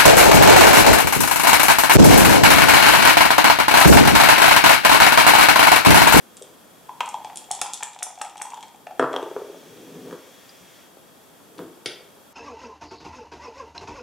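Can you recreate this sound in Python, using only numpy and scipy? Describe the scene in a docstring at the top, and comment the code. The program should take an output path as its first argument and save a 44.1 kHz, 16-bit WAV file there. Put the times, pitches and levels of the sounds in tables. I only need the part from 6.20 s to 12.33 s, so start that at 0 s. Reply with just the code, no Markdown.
"""A small room with a backgammon game, heard from above the board.
Two dice are picked up and shaken in a hand-covered cup: they click together, knock on its wall
and make its air column hoot at every bump. Thrown, they thud over the wooden board, ring its case
and settle on the felt. The cup slides aside with a rumble, and a checker is put down and pushed
against its neighbour with a clack. Room tone and a soft hiss lie underneath."""
import sys
import numpy as np
from scipy import signal
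from scipy.fft import rfft, irfft
from scipy.io import wavfile

SR = 44100
rng = np.random.default_rng(int(sys.argv[2]) if len(sys.argv) > 2 else 0)


def wav_record(signal):
    """Record a signal, one row per channel, as 16-bit PCM in the file named by sys.argv[1]."""
    frames = np.transpose(np.atleast_2d(signal))
    bounded = np.clip(frames, -1, 1)
    # unit amplitude maps onto the largest positive 16-bit level
    quanta = np.round(bounded * 32767).astype(np.int16)
    wavfile.write(sys.argv[1], SR, quanta)


N = 270333
SCENE_T = np.arange(N) / SR
HIT_T = np.arange(SR // 2) / SR  # time axis of one hit
HZ = np.fft.rfftfreq(len(HIT_T), 1 / SR)


def amp(db):
    """Decibels to gain."""
    return 10 ** (np.asarray(db) / 20)


def unit(x):
    """Scales to energy 1."""
    return x / np.sqrt(np.sum(x ** 2) + 1e-20)


def peaked(x, db):
    """Scales the envelope's peak to db."""
    return amp(db) * x / abs(signal.hilbert(x)).max()


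def curve(points, hz):
    """Reads a table on a log-frequency axis."""
    knots_hz, values = np.transpose(points)
    return np.interp(np.log(hz + 1), np.log(knots_hz), values)


def add(mix, s, sound):
    """Lays a sound into the mix at s seconds."""
    part = mix[max(round(s * SR), 0):][:len(sound)]
    part += sound[:len(part)]


def colour(x, gain_db):
    """Minimum-phase EQ for one hit, with its gains on the axis HZ."""
    log_gain = np.log(amp(gain_db))
    mirrored = np.concatenate([log_gain, log_gain[-2:0:-1]])
    response = np.exp(np.conj(signal.hilbert(mirrored)))[:len(HZ)]
    return irfft(rfft(x) * response)


def tilt(db_per_octave):
    """Harder contacts lift the treble, softer ones lower it."""
    return db_per_octave * np.log2(np.maximum(HZ, 2500) / 2500)


def contact(scatter_db, t60):
    """A sharp impulse followed by its quickly dying scatter inside the object."""
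    x = amp(scatter_db) * unit(rng.standard_normal(len(HIT_T)) * amp(-60 * HIT_T / t60))
    x[0] += 1
    return x


def ring(modes):
    """Dying modes; each place of impact drives them a little differently."""
    hz, db, t60 = np.transpose(modes)[:, :, None]
    drive = amp(db + rng.standard_normal(hz.shape)) * rng.choice([-1, 1], hz.shape)
    partials = drive * amp(-60 * HIT_T / t60) * np.cos(2 * np.pi * hz * HIT_T)
    return unit(partials.sum(0))


def noise(eq):
    """Steady noise of rms 1, shaped by an EQ curve."""
    gain = amp(curve(eq, np.fft.rfftfreq(N, 1 / SR)))
    return np.sqrt(N) * unit(irfft(rfft(rng.standard_normal(N)) * gain, N))


def stereo(a, b, likeness):
    """Two unrelated sounds become two channels with the given likeness."""
    same = np.clip(curve(likeness, np.fft.rfftfreq(len(a), 1 / SR)), -1, 1)
    mid = rfft(a) * np.sqrt((1 + same) / 2)
    side = rfft(b) * np.sqrt((1 - same) / 2)
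    return irfft(np.array([mid + side, mid - side]), len(a))


# Colour of the background bed. Each row: frequency in Hz, gain in dB.
BED_EQ = [(15, -58), (25, -28), (185, -1.5), (607, -3.5), (775, -6), (1330, -9), (2050, -14.5),
          (3250, -18.5), (14000, -17.5), (16000, -28)]
# Its stereo image. Each row: frequency in Hz, left-right likeness from 0 to 1.
BED_LIKENESS = [(40, 0.26), (125, 0.1), (400, 0.43), (1500, 0.3), (4000, 0.56), (9000, 0.017)]
# The bed sinks for a while. Each row: time in seconds, gain in dB.
BED_DIP = [(1.2, -0.5), (1.8, -9.5), (2.3, -4), (2.9, -1.5)]


def room_tone(level_db=-49.5):
    """A wide bed of room tone and microphone hiss that dips during the shaking."""
    fader_db = level_db + np.interp(SCENE_T, *np.transpose(BED_DIP))
    return amp(fader_db) * stereo(noise(BED_EQ), noise(BED_EQ), BED_LIKENESS)


# Length of the reverb. Each row: frequency in Hz, seconds to fall 60 dB.
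REVERB_T60 = [(150, 0.08), (400, 0.72), (1000, 0.6), (3000, 0.46), (7500, 0.34), (13000, 0.28)]
# Its stereo image. Each row: frequency in Hz, left-right likeness from 0 to 1.
REVERB_LIKENESS = [(300, 0.97), (2000, 1), (4000, 0.9), (8000, 0.093), (13000, 0.14)]


def room(x, wet_db, echo_db, flight_s, echo_s=0.0081, build_s=0.0038):
    """Direct sound after its flight, one echo off a near surface, and a tail that darkens."""
    fade_in = 1 - np.exp(-(np.arange(SR) / SR / build_s) ** 2)
    tails = []
    for white in rng.standard_normal((2, SR)):
        hz, t, bands = signal.stft(white, SR, nperseg=256)
        decay = amp(-60 * t / curve(REVERB_T60, hz)[:, None])
        tail = signal.istft(bands * decay, SR, nperseg=256)[1][:SR]
        tails.append(unit(tail * fade_in))
    response = amp(wet_db) * stereo(*tails, REVERB_LIKENESS)
    response[:, 0] += 1
    response[0, round(echo_s * SR)] += amp(echo_db)
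    response[1, round(echo_s * SR) + 1] += amp(echo_db)  # the echo arrives from the left
    arriving = np.pad(x, (round(flight_s * SR), 0))
    return signal.fftconvolve(arriving[None], response, axes=1)[:, :N]


# Airy colour of the rustle. Each row: frequency in Hz, gain in dB.
RUSTLE_EQ = [(500, -22), (1800, 6.5), (3300, 1.5), (4500, 0.5), (6300, 4), (9000, -5.5), (13000, -6.5)]


def arm_rustle(start_s=2.85, end_s=4.695, fade_s=0.083, level_db=-57):
    """A soft, high rustle fades in, holds and fades out as the arm draws back."""
    envelope = np.clip(np.minimum(SCENE_T - start_s, end_s - SCENE_T) / fade_s, 0, 1)
    return amp(level_db) * envelope * noise(RUSTLE_EQ)


# The cup slides on the table, then the checker on the felt.
# Each row: hardest push in seconds, level in dB, swell and fade in dB per second.
PUSHES = [(3.93, -29.5, 27, 450), (5.38, -45, 29, 73), (5.396, -25, 898, 223)]
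# Dark colour of the friction. Each row: frequency in Hz, gain in dB.
FRICTION_EQ = [(50, -14), (135, -0.5), (330, 5.5), (480, 1.5), (700, -10.5), (1300, -19.5), (3500, -34),
               (8000, -33)]


def slides(level_db=-10):
    """Sliding things rumble through the board as hard as they are pushed."""
    push = sum(amp(db - np.maximum(swell * (s - SCENE_T), fade * (SCENE_T - s)))
               for s, db, swell, fade in PUSHES)
    return amp(level_db) * push * noise(FRICTION_EQ)


# A die hits the rim; later comes a faint touch.
# Each row: start in seconds, level in dB, pitch in Hz, seconds to fall 60 dB.
PING_CUES = [(2.963, -20.5, 3180, 0.0091), (4.293, -39, 4920, 0.03)]


def pings(tick_db=-3):
    """A hard tick sets off one brief, high ring."""
    out = np.zeros(N)
    for s, db, hz, t60 in PING_CUES:
        band_db = -6 * np.log2((HZ + 100) / hz) ** 2  # the tick is centred on the ring
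        tick = colour(contact(scatter_db=15, t60=0.0051), np.maximum(band_db, -60))
        tone = amp(-60 * HIT_T / t60) * np.sin(2 * np.pi * hz * HIT_T)
        add(out, s, peaked(tone, db) + peaked(tick, db + tick_db))
    return out


# A checker is touched, then struck.
# Each row: start in seconds, level in dB, treble tilt in dB per octave.
CHECKER_HITS = [(5.3804, -36, -4), (5.6586, -14.5, -1)]
# Colour of its clack. Each row: frequency in Hz, gain in dB.
CHECKER_EQ = [(50, -36), (140, -2.5), (450, -0.5), (1100, -7.5), (1800, -4), (3300, -3), (4600, 0),
              (6500, -6.5), (8300, -17), (9450, -3.5), (10500, -15), (15000, -44)]
# Its ringing modes. Each row: frequency in Hz, level in dB, seconds to fall 60 dB.
CHECKER_RING = [(520, 1, 0.11), (1735, -2, 0.041), (2190, 1.5, 0.053), (3100, -12, 0.07), (3490, 3, 0.11),
                (4800, 3, 0.035)]


def checkers(level_db=2.5, ring_db=-9, chatter_s=0.0023):
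    """A struck checker makes contact twice in quick succession and rings briefly."""
    out = np.zeros(N)
    for s, db, tilt_db in CHECKER_HITS:
        contacts = contact(scatter_db=2, t60=0.015)
        add(contacts, chatter_s, contact(scatter_db=3, t60=0.016))
        clack = unit(colour(contacts, curve(CHECKER_EQ, HZ))) + amp(ring_db) * ring(CHECKER_RING)
        add(out, s, peaked(colour(clack, tilt(tilt_db)), db + level_db))
    return out


def board_spot(hz, boost_db, bass_db, width_hz=94, shelf_hz=257):
    """Each spot of the board has its own broad resonance and more or less bass."""
    resonance_db = boost_db / (1 + ((HZ - hz) / width_hz) ** 2)
    return resonance_db + bass_db / (1 + (HZ / shelf_hz) ** 4)


# Woody colour of the board. Each row: frequency in Hz, gain in dB.
WOOD_EQ = [(40, -40), (90, -40), (135, -17), (220, -20.5), (420, 2.5), (650, 0), (1100, 2.5), (1700, 0),
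           (2300, -9), (4000, -17), (10000, -29)]
# Modes of its case. Each row: frequency in Hz, level in dB, seconds to fall 60 dB.
CASE_RING = [(135.6, -21.5, 0.41), (269.8, -9, 0.28), (340.6, -11, 0.62), (402, -10.5, 0.45),
             (545, 1.5, 0.072), (637.7, 0.5, 0.18), (905, 3.5, 0.16), (1140, 2.5, 0.12), (1187, -1, 0.15),
             (1326, 0, 0.18), (1606, 3.5, 0.12)]


def thud(spot_db, corner_hz, steepness, ring_db=-9):
    """One contact gives a woody thud and rings the case, rolled off above its corner."""
    wood = unit(colour(contact(scatter_db=-2, t60=0.011), curve(WOOD_EQ, HZ)))
    softness_db = np.maximum(-10 * np.log10(1 + (HZ / corner_hz) ** steepness), -100)
    return colour(wood + amp(ring_db) * ring(CASE_RING), softness_db + spot_db)


# Dice are picked up and roll from edge to edge; fingers land.
# Each row: start in seconds, level in dB, pitch of the spot in Hz.
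FELT_KNOCKS = [(0.213, -34, 472), (0.223, -36, 490), (2.993, -26, 417), (3.026, -22, 373),
               (3.059, -27, 417), (3.111, -25.5, 365), (3.216, -27, 405), (3.296, -29.5, 410),
               (3.343, -36, 420), (3.429, -41, 400), (4.768, -37.5, 302), (5.97, -42, 290)]


def felt_knocks(level_db=1):
    """Felt softens the contact: dull, hollow knocks with little bass."""
    out = np.zeros(N)
    for s, db, hz in FELT_KNOCKS:
        knock = thud(board_spot(hz, boost_db=9, bass_db=-7), corner_hz=544, steepness=5.2)
        add(out, s, peaked(knock, db + level_db))
    return out


# Blows on the board, led by the thrown dice.
# Each row: start in seconds, level in dB, pitch of the spot in Hz, bass shelf in dB.
BOARD_BLOWS = [(2.794, -5.5, 654, 0), (2.824, -8.5, 580, -1.5), (2.84, -18.5, 855, -5.5),
               (2.938, -17, 750, -11), (2.961, -17, 820, -19), (3.162, -20.5, 405, -4),
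               (3.908, -32, 390, -3.5), (3.925, -28, 440, -2), (5.389, -28.5, 484, 5)]


def board_blows(level_db=3.5, full_corner_hz=1260, octaves_per_db=0.51):
    """Thuds on wood; a gentle blow is a longer contact, so it sounds duller."""
    out = np.zeros(N)
    for s, db, hz, bass_db in BOARD_BLOWS:
        corner_hz = full_corner_hz * 2 ** (octaves_per_db * db)
        blow = thud(board_spot(hz, boost_db=5.5, bass_db=bass_db), corner_hz, steepness=2.22)
        add(out, s, peaked(blow, db + level_db))
    return out


# How hard the cup is shaken. Each row: time in seconds, vigour in dB.
SHAKE_VIGOUR = [(0.83, -12), (1.25, -2.5), (1.45, 8), (1.9, -1.5), (2.1, 6.5), (2.4, 3), (2.56, -5.5)]


def light_tumbling(level_db, spread_db, count):
    """Start times and levels of light, uneven contacts in the cup, as strong as the shaking."""
    knots_s, vigour_db = np.transpose(SHAKE_VIGOUR)
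    jitter, strength = rng.random((count, 2)).T
    starts = knots_s[0] + (knots_s[-1] - knots_s[0]) * (np.arange(count) + jitter) / count
    levels = level_db + np.interp(starts, knots_s, vigour_db) + spread_db * (strength - 0.5)
    return zip(starts, levels)


# Die clacks on die. Each row: start in seconds, level in dB, treble tilt in dB per octave.
DICE_CLACKS = [(0.1682, -31.5, 0), (0.174, -32, -2), (0.2225, -26, -0.5), (0.805, -25.5, -6),
               (0.859, -26, -4), (0.889, -24.5, 6.5), (0.941, -29.5, -8), (1.046, -25.5, -11.5),
               (1.1578, -23.5, 4), (1.1716, -16.5, 2.5), (1.3129, -8, 3), (1.349, -22.5, 2), (1.414, -9, 2),
               (1.5342, -13, 1), (1.541, -21, 3), (1.6321, -14, 3.5), (1.789, -27.5, -4),
               (1.8287, -11.5, 9), (1.836, -22.5, 10), (2.016, -18, 6), (2.047, -28.5, 3),
               (2.2191, -14, 7.5), (2.372, -36, -13), (2.4274, -26.5, -8), (2.7946, -23.5, -3),
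               (2.93, -27, -12.5), (3.027, -32.5, -11)]
# Bright colour of a die. Each row: frequency in Hz, gain in dB.
DIE_EQ = [(60, -15), (1500, -19.5), (3200, -8), (4800, -9.5), (6500, -1.5), (7800, 1), (8800, -4.5),
          (10500, -8.5), (12200, -27), (16000, -45)]


def dice_clicks(level_db=2, light_tilt_db=-4):
    """Hard dice click together; the click bounces about inside the cup."""
    out = np.zeros(N)
    light = [(s, db, light_tilt_db) for s, db in light_tumbling(level_db=-36, spread_db=6, count=36)]
    for s, db, tilt_db in DICE_CLACKS + light:
        click = colour(contact(scatter_db=1.5, t60=0.015), curve(DIE_EQ, HZ) + tilt(tilt_db))
        add(out, s, peaked(click, db + level_db))
    return out


def hoot(hz, db, swell_s=0.0013, samples=2048):
    """The cup's air column swells for a few cycles and dies, roughened by the die's scraping."""
    t = HIT_T[:samples]
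    air = (t / swell_s) ** 2 * np.exp(-t / swell_s) * np.sin(2 * np.pi * hz * t)
    scrape = contact(scatter_db=-7, t60=0.028)[:samples]
    return peaked(signal.fftconvolve(air, scrape)[:samples], db)


# Dice bump the cup hard; the hoot's pitch moves as the hand opens and closes the mouth.
# Each row: start in seconds, level in dB, trim of the wall knock in dB, pitch in Hz.
CUP_BUMPS = [(0.692, -24.5, -21, 953), (0.806, -13.5, -4.5, 976), (0.876, -22.5, -17, 922),
             (0.942, -17, -29, 906), (1.047, -25.5, -22, 867), (1.099, -32.5, -5, 800),
             (1.308, -21, -13.5, 792), (1.389, -32.5, -12, 876), (1.416, -24.5, 3.5, 826),
             (1.459, -24.5, -12, 882), (1.627, -26, 1.5, 890), (1.825, -32, 4.5, 774),
             (1.866, -27.5, -15, 817), (1.976, -33.5, -14, 760), (2.014, -24, 0.5, 810),
             (2.05, -28.5, -9, 826), (2.215, -29.5, 2.5, 836), (2.252, -28.5, -10, 939),
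             (2.334, -26, -16.5, 953), (2.669, -27.5, -8, 713), (2.709, -29.5, -16, 746)]
# Colour of the cup's wall. Each row: frequency in Hz, gain in dB.
WALL_EQ = [(100, -34), (600, -4.5), (1200, 5.5), (1700, 4), (2400, 5), (3300, -6.5), (4500, -13.5),
           (6500, -7.5), (10000, -26.5)]


def dice_cup(wall_db=7, graze_db=-15, rebound_db=-17, light_knock_db=-11, pitch_wander=0.11):
    """A die grazes the cup, bumps it with a hoot and a knock on the wall, and rebounds softly twice."""
    out = np.zeros(N)
    times, _, _, pitches = np.transpose(CUP_BUMPS)
    light = [(s, db, light_knock_db, np.interp(s, times, pitches))
             for s, db in light_tumbling(level_db=-36.5, spread_db=5, count=26)]
    for s, db, knock_db, hz in CUP_BUMPS + light:
        knock = colour(contact(scatter_db=2, t60=0.021), curve(WALL_EQ, HZ))
        add(out, s, hoot(hz, db))
        add(out, s, peaked(knock, db + knock_db + wall_db))
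        side_db = min(db, -24)  # graze and rebounds stay light even after a hard bump
        add(out, s - rng.uniform(0.0033, 0.00612), hoot(hz, side_db + graze_db))
        for later_s in np.cumsum(rng.uniform(0.015, 0.041, 2)):
            rebound_hz = hz * (1 + pitch_wander * rng.standard_normal())
            add(out, s + later_s, hoot(rebound_hz, side_db + rebound_db))
    return out


def scene():
    """The game in the room, over the background bed; the right channel's polarity is flipped."""
    game = (room(dice_cup(), wet_db=-7, echo_db=-16, flight_s=0.00034)
            + room(dice_clicks() + arm_rustle(), wet_db=-3, echo_db=-11, flight_s=0.00074)
            + room(board_blows() + slides(), wet_db=-4.5, echo_db=-20.5, flight_s=0.0025)
            + room(pings(), wet_db=-11, echo_db=-14, flight_s=0.00021)
            + room(checkers(), wet_db=-2.5, echo_db=-16.5, flight_s=0.00069)
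            + room(felt_knocks(), wet_db=-6, echo_db=-18, flight_s=0.001995))
    low_cut = signal.butter(3, 105, "high", fs=SR, output="sos")  # small things radiate no deep bass
    return (signal.sosfilt(low_cut, game) + room_tone()) * amp([[0.55], [-0.55]])


def record(dry, overload_db=-10, overload_hz=5000, port_hz=3280, port_width_hz=204, port_db=5,
           notch_spacing_hz=1024, notch_width_hz=80, top_hz=15900):
    """The microphone bends lopsidedly under sharp clicks; then its port ring, notches and high cut."""
    treble = signal.sosfilt(signal.butter(2, overload_hz, "high", fs=SR, output="sos"), dry)
    bent = dry + amp(overload_db) * treble ** 2
    port_ring = signal.lfilter(*signal.iirpeak(port_hz, port_hz / port_width_hz, SR), bent)
    mix = bent + amp(port_db) * port_ring
    for hz in notch_spacing_hz * np.arange(2, 7):
        mix = signal.lfilter(*signal.iirnotch(hz, hz / notch_width_hz, SR), mix)
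    high_cut = signal.firwin(401, top_hz, window=("kaiser", 9), fs=SR)
    return signal.oaconvolve(mix, high_cut[None], "same")


dry = scene()
out = record(dry)
wav_record(out)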